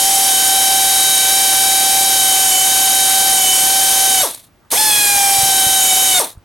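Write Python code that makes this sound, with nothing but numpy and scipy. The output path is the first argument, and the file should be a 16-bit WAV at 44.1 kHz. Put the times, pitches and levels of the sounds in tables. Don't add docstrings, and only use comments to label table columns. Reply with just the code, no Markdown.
import sys
import numpy as np
from scipy import signal
from scipy.fft import rfft, irfft, next_fast_len
from scipy.io import wavfile

SR = 44100
rng = np.random.default_rng(int(sys.argv[2]) if len(sys.argv) > 2 else 0)


def inscribe(sig):
    pcm = np.round(np.clip(np.atleast_2d(sig).T, -1, 1) * 32767)
    wavfile.write(sys.argv[1], SR, pcm.astype(np.int16))


N = 284004


def from_db(db):
    return 10 ** (np.asarray(db) / 20)


def rms_one(x):
    return x / np.sqrt(np.mean(x ** 2) + 1e-20)


def in_time(rows):
    s, values = np.transpose(rows)
    return np.interp(np.arange(N) / SR, s, values)


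def at_hz(points, hz):
    table_hz, values = np.transpose(points)
    return np.interp(np.log(np.maximum(hz, 1)), np.log(table_hz), values)


def resonances_db(peaks, hz):
    return sum(db / (1 + (2 * (hz - top_hz) / width_hz) ** 2) for top_hz, width_hz, db in peaks)


def bumps_in_time(rows):
    t = np.arange(N) / SR
    return sum(db * np.exp(-((t - s) / half_s) ** 2) for s, half_s, db in rows)


def drift(rate):
    step = 16
    r = np.exp(-2 * np.pi * rate * step / SR)
    noise = rng.standard_normal(N // step + 4002)
    slow = signal.lfilter([1], [1, -2 * r, r * r], noise)[4000:]
    return np.interp(np.arange(N) / step, np.arange(len(slow)), rms_one(slow))


def ring(clicks, hz, t60):
    r, w = from_db(-60 / (t60 * SR)), 2 * np.pi * hz / SR
    return signal.lfilter([0, np.sin(w)], [1, -2 * r * np.cos(w), r * r], clicks + 1e-18)


def stereo_noise(gain, likeness):
    alike = np.clip(at_hz(likeness, np.fft.rfftfreq(N, 1 / SR)), 0, 1)
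    mid, side = rfft(rng.standard_normal((2, N)))
    spectrum = np.sqrt(1 + alike) * mid + np.sqrt(1 - alike) * side * [[1], [-1]]
    return rms_one(irfft(gain * spectrum, N))


def once_a_turn(turns):
    return np.maximum(np.diff(np.floor(turns), prepend=np.floor(turns[0])), 0)


def filtered(x, response):
    size = next_fast_len(N + 8192)
    return irfft(rfft(x, size) * response(np.fft.rfftfreq(size, 1 / SR)), size)[..., :N]


def surge(since, rise_s, top_db, fall_db_per_s):
    late = since - rise_s
    return top_db + np.minimum(35 * late / rise_s, -fall_db_per_s * late)


def one_run(speed, opens, closes, drain_db_per_s, empty_s):
    t = np.arange(N) / SR
    on, off = t - opens, np.maximum(t - closes, 0)

    spin_up_s, run_down_s = .085, .057
    share = np.sin(np.pi / 2 * np.clip(on / spin_up_s, 0, 1)) * np.exp(-off / run_down_s)

    leak_db, leak_lead_s, leak_s = -13.3, .007, .011
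    opening_db = np.interp(on + leak_lead_s, [-.003, .003, leak_s, leak_s + .004],
                           [-80, leak_db, leak_db, 0])
    run_out_db_per_s = 400
    hiss_db = -12.7 + opening_db - drain_db_per_s * off - run_out_db_per_s * np.maximum(off - empty_s, 0)

    forms_s, edge_db_per_s, slow_loss_db = .042, 3200, 25
    fade_db = edge_db_per_s * (np.minimum(on - forms_s, 0) - off) - slow_loss_db * (1 - share)

    start_db = surge(on, rise_s=.022, top_db=-13, fall_db_per_s=480)
    stop_db = surge(t - closes, rise_s=.01, top_db=-14, fall_db_per_s=290)
    idle_db = -50 + fade_db
    chug_db = np.max([start_db, stop_db, idle_db], axis=0)
    return share * in_time(speed), hiss_db, fade_db, chug_db


def motor():
    # (time [s], vane rate [Hz])
    long_run = [(0.03, 771.8), (0.07, 779.2), (0.27, 776.2), (0.33, 766.5), (0.59, 773.2), (0.97, 772.2),
                (1.25, 767.2), (1.33, 774.5), (1.45, 775.3), (1.47, 771.0), (2.09, 775.7), (2.21, 767.7),
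                (2.47, 765.7), (2.53, 754.4), (2.69, 766.9), (3.31, 771.9), (3.47, 754.1), (3.71, 771.6),
                (3.87, 772.6), (4.13, 767.7), (4.19, 756.8), (4.215, 746)]
    short_run = [(4.8, 866), (4.862, 865), (4.93, 837), (5.03, 824), (5.14, 806.9), (5.22, 795.7),
                 (5.44, 778.5), (5.58, 770), (5.77, 767.5), (5.93, 754.5), (6.0, 763), (6.08, 765),
                 (6.14, 748), (6.185, 725)]
    # (opens [s], closes [s], air drains [dB/s], air runs out after closing [s])
    trigger = [(-1, 4.224, 180, .255), (4.709, 6.189, 215, .14)]
    runs = [one_run(speed, *pull) for speed, pull in zip((long_run, short_run), trigger)]
    floors = [[5], [-90], [-60], [-90]]
    return np.maximum(np.max(runs, axis=0), floors)


def crank_turns(vanes):
    # (long run [s], short run [s])
    pawl_drops = (.064, 4.861)
    first, second = [vanes[round(s * SR)] for s in pawl_drops]
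    t = np.arange(N) / SR
    return 3 / 17 / 4 * (vanes - np.where(t < 4.6, first, second))


def whine(vanes, vane_hz, crank, fade_db):
    # (multiple of vane rate [1], level at full air before bay peaks and swells [dB])
    orders = [(1, -19.1), (2, -24.6), (3, -15), (4, -27.6), (5, -24.5), (6, -30.5), (7, -42.7), (8, -37.5),
              (9, -31.6), (10, -26.3), (11, -31.5), (.75, -45.5), (5.25, -45), (5.75, -42), (8.5, -39.5),
              (12, -31.5), (13, -33.5), (14, -33.5), (15, -40)]
    # (frequency [Hz], width [Hz], level [dB])
    bay_peaks = [(761, 31, -5.8), (795, 43, 4.2), (829, 31, -10.9), (1513, 18, -15), (1566, 20, -14.4),
                 (2165, 60, -9), (2305, 125, -21.5), (2611, 156, -16.8), (2930, 70, -9), (3025, 116, 6),
                 (3226, 49, -5.9), (3350, 83, 10.9), (3680, 150, 6.5), (3797, 45, -6.5), (3961, 51, -15.1),
                 (4177, 25, -8.3), (4430, 80, 6), (4577, 68, -6.2), (5170, 90, 3), (5496, 328, 16),
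                 (6133, 110, 6.5), (6390, 170, 8), (6856, 193, 7.6), (7366, 102, 9.6), (7686, 102, -15.2),
                 (8146, 49, -18.3), (8411, 150, 9), (10330, 150, 7), (11451, 173, 11.4)]
    # (order [1], time [s], half length [s], level [dB])
    swells = [(1, 1.1, .3, -2.5), (2, .05, .2, -7), (3, .2, .3, -8), (3, 1.5, .6, 5), (4, 1.6, .4, -1.5),
              (5, .1, .25, -5), (5, 1.15, .25, 4), (5, 2.55, .09, -4), (5, 3.65, .33, -4.5),
              (5, 5.98, .2, 3), (6, 1.9, .3, 2), (6, 5.8, .3, -5), (8, .6, .9, -3), (8, 3.9, .4, 3)]
    # (frequency [Hz], left minus right [dB])
    pan = [(770, -3), (1540, -5.5), (2310, -1.5), (3080, 2), (5400, -3.5), (12000, 1.5)]
    # (frequency [Hz], left ahead of right [rad])
    left_lead = [(60, 0), (770, -1.18), (1540, -1.94), (3080, -0.84), (5000, -0.98), (8000, 0.56)]

    strain = np.clip((767 - vane_hz) / 14, 0, 1)
    slip = (.035 + .028 * strain) * drift(120)
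    flutter_db = .9 + 2.2 * strain
    angle = 2 * np.pi * vanes + 0.11 * np.sin(2 * np.pi * crank) + slip
    hz = np.arange(SR // 2)
    bay_db = resonances_db(bay_peaks, hz)

    tones = np.zeros(N)
    for k, db in orders:
        swell_db = bumps_in_time([row[1:] for row in swells if row[0] == k])
        level_db = db + swell_db + np.interp(k * vane_hz, hz, bay_db) + .8 * drift(4.7)
        breakup_db = fade_db * (1 + (k - 1) / 3)
        gain = np.sqrt(2) * from_db(level_db + breakup_db + flutter_db * drift(56))
        tones += gain * np.sin(k * angle + rng.uniform(0, 2 * np.pi))
    crank_load_db = 1.64 * np.cos(2 * np.pi * (crank - .8))

    def two_sides(hz):
        opposite = np.array([[1], [-1]])
        level = from_db(at_hz(pan, hz) / 2 * opposite)
        return level * np.exp(.5j * at_hz(left_lead, hz) * opposite)

    return filtered(tones * from_db(crank_load_db), two_sides)


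def exhaust(vanes, crank, hiss_db):
    # (frequency [Hz], density [dB per Hz])
    jet_spectrum = [(30, -44), (100, -78), (250, -33.5), (600, -22), (900, -20), (1400, -23.5),
                    (2000, -21.5), (3000, -19.5), (5000, -19), (7500, -18), (10500, -12), (12500, -16.5),
                    (16000, -28), (20000, -14)]
    # (frequency [Hz], width [Hz], level above the plain jet [dB])
    nozzle = [(3530, 370, 4.5), (5490, 270, 6.5), (6340, 900, 6.5), (8350, 160, 12), (9880, 170, 9.5),
              (11360, 350, 7), (4600, 140, 2), (1315, 190, -6.5), (2630, 160, -3.5)]
    # (frequency [Hz], left-right likeness [0-1])
    likeness = [(60, 0.54), (130, 0.66), (290, 0.43), (640, 0.76), (1410, 0.24), (3100, 0.79), (6820, 0.78),
                (15000, 0.93)]
    # (frequency [Hz], left minus right [dB])
    balance = [(60, 0), (180, -6), (550, 7.5), (1650, -8), (4970, 0), (15000, 5)]

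    hz = np.fft.rfftfreq(N, 1 / SR)
    plain_db = at_hz(jet_spectrum, hz) + at_hz(balance, hz) / 2 * [[1], [-1]]
    port_air = stereo_noise(from_db(plain_db + resonances_db(nozzle, hz)), likeness)
    plain_air = stereo_noise(from_db(plain_db), likeness)
    fast = np.clip((hiss_db + 30) / 14, .15, 1)
    jet = np.sqrt(fast) * port_air + np.sqrt(1 - fast) * plain_air

    vane_pulse = 0.18 * np.cos(2 * np.pi * vanes)
    rotor_pulse = 0.065 * np.cos(np.pi * vanes / 2)
    crank_pulse = 0.042 * np.cos(2 * np.pi * (crank - .45))
    pulsing = 1 + vane_pulse + rotor_pulse + crank_pulse
    return weak_outflow(jet, hiss_db) * pulsing * from_db(hiss_db - 1 + .4 * drift(25))


def weak_outflow(jet, hiss_db):
    # (time [s], level above the hiss [dB], half length [s])
    last_puffs = [(4.348, 7, .004), (4.381, 3, .005), (4.397, 4, .005), (4.447, 6, .007), (4.473, 5, .006),
                  (6.247, 4, .004), (6.3, 2, .006)]
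    puffs_db = bumps_in_time([(s, half_s, db) for s, db, half_s in last_puffs])
    weak = np.clip((-15 - hiss_db) / 14, 0, 1)
    housing = signal.sosfilt(signal.butter(2, [3200, 4500], "band", fs=SR, output="sos"), jet)
    flicker_db = .9 * weak * drift(140)
    return (jet + weak * housing) * from_db(puffs_db + flicker_db)


def chug(vanes, vane_hz, chug_db):
    # (frequency [Hz], width that sets the ring time [Hz], relative level [dB])
    muffler = [(900, 380, 3), (620, 250, -3), (330, 200, -12), (3500, 900, -14)]
    uneven = once_a_turn(vanes + .03 * drift(150)) * from_db(2.2 * rng.standard_normal(N))
    puffs = uneven / np.sqrt(vane_hz / 350)
    rung = sum(from_db(db) * ring(puffs, hz, 2.85 / width_hz) for hz, width_hz, db in muffler)
    return from_db(chug_db) * signal.sosfilt(signal.butter(2, 320, "high", fs=SR, output="sos"), rung)


def bay(x):
    # (delay [s], level [dB])
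    echoes = [(.0043, -13), (.0071, -13), (.0118, -14), (.0167, -15), (.0239, -16), (.0331, -18)]
    out = np.stack([x, x])
    for k, (delay_s, db) in enumerate(echoes):
        lag = round(delay_s * SR)
        signs = [[(-1) ** k], [(-1) ** (k // 2)]]
        out[:, lag:] += from_db(db) * x[:N - lag] * signs
    return out


def ratchet_head(crank, running):
    # (frequency [Hz], relative level [dB], 60 dB decay [s])
    pawl = [(8705, -2, 0.036), (9550, 6.5, 0.0067), (8100, -2, 0.015), (6210, -17, 0.0099)]
    # (frequency [Hz], relative level [dB], 60 dB decay [s])
    yoke = [(307.8, -10, 0.14), (343.6, -16, 0.36), (388, -3, 0.065), (474, -13.5, 0.17), (586.2, -28, .06),
            (217, -24.5, .05), (1200, -26, .015)]
    # (crank turns after the pawl drop [1], strike level [dB])
    reversals = [(.31, -31.5), (0.461, -43.5)]
    # (time [s], strike level [dB])
    last_ticks = [(4.308, -25), (4.346, -28.5), (6.1908, -8.5), (6.243, -23), (6.377, -60)]

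    drops = once_a_turn(crank) * running * from_db(-16 + 2.6 * rng.standard_normal(N))
    for s, db in last_ticks:
        drops[round(s * SR)] = from_db(db)
    scrape = np.convolve(drops, np.hanning(220))[:N] * rng.standard_normal(N) * 0.13
    ticks = sum(from_db(db) * ring(scrape, hz, t60) for hz, db, t60 in pawl)

    strikes = sum(once_a_turn(crank - later) * from_db(db) for later, db in reversals)
    strikes = strikes * running * from_db(.8 * rng.standard_normal(N))
    knocks = sum(from_db(db) * ring(strikes, hz, t60) for hz, db, t60 in yoke)
    return ticks + knocks


def bumps():
    # (time [s], level before the low-pass [dB], frequency [Hz])
    thumps = [(5.346, -40.5, 90), (5.385, -21.5, 109.3), (5.41, -45, 70.2), (5.432, -15, 132),
              (5.555, -38, 100), (5.666, -18, 119.4), (6.354, -38.5, 89.3), (6.373, -25, 80),
              (6.395, -41, 70)]
    out = np.zeros(N)
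    for s, db, hz in thumps:
        click = np.arange(N) == round(s * SR)
        out += ring(from_db(db) * click, hz, t60=0.036)
    return signal.sosfilt(signal.butter(2, 260, fs=SR, output="sos"), out)


def surroundings():
    # (frequency [Hz], density [dB per Hz])
    yard_spectrum = [(18, -34), (30, -4), (97, -0.5), (425, -8), (460, -13.5), (634, -8.5), (973, -12.5),
                     (2290, -19.5), (15700, -36.5), (18000, -53)]
    # (frequency [Hz], left-right likeness [0-1])
    likeness = [(60, 0.72), (130, 0.55), (300, .3), (3000, .1), (7000, .6), (15000, 0.92)]
    # (time [s], rise of its band [dB])
    far_rise = [(4.5, 0), (4.58, -1), (4.64, 6), (4.7, 3), (6.3, 9.5), (6.44, 0)]
    gain = from_db(at_hz(yard_spectrum, np.fft.rfftfreq(N, 1 / SR)))
    yard = from_db(-55.5) * stereo_noise(gain, likeness)
    far = signal.sosfilt(signal.butter(2, [850, 1800], "band", fs=SR, output="sos"), yard)
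    return yard + far * (from_db(in_time(far_rise)) - 1)


def scene():
    vane_hz, hiss_db, fade_db, chug_db = motor()
    vanes = np.cumsum(vane_hz) / SR
    crank = crank_turns(vanes)
    motor_tones = whine(vanes, vane_hz, crank, fade_db)
    air = exhaust(vanes, crank, hiss_db)
    slow_motor = bay(chug(vanes, vane_hz, chug_db))
    tool = ratchet_head(crank, running=from_db(fade_db)) + bumps()
    tool_sides = tool * from_db([[-.6], [.6]])
    return motor_tones + air + slow_motor + tool_sides + surroundings()


def record(dry):
    # (frequency [Hz], level [dB])
    width = [(30, 0.5), (200, -4.5), (500, -6), (8000, -3.5), (10500, -5.5), (12000, -29), (20000, -20)]
    drive_db, clip_top, knee = 3.0, .42, 12
    loud = dry * from_db(drive_db)
    left, right = loud / (1 + np.abs(loud / clip_top) ** knee) ** (1 / knee)
    mid = (left + right) / 2
    side = filtered((left - right) / 2, lambda hz: from_db(at_hz(width, hz)))

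    def tone(hz):
        top_treble = from_db(-24) * (hz < 18600)
        low_cut = hz / np.hypot(hz, 25)
        return np.where(hz > 16550, top_treble, 1) * low_cut

    coloured = filtered(np.stack([mid + side, mid - side]), tone)
    return signal.sosfilt(signal.cheby2(14, 60, 19100, fs=SR, output="sos"), coloured)


dry = scene()
out = record(dry)
inscribe(out)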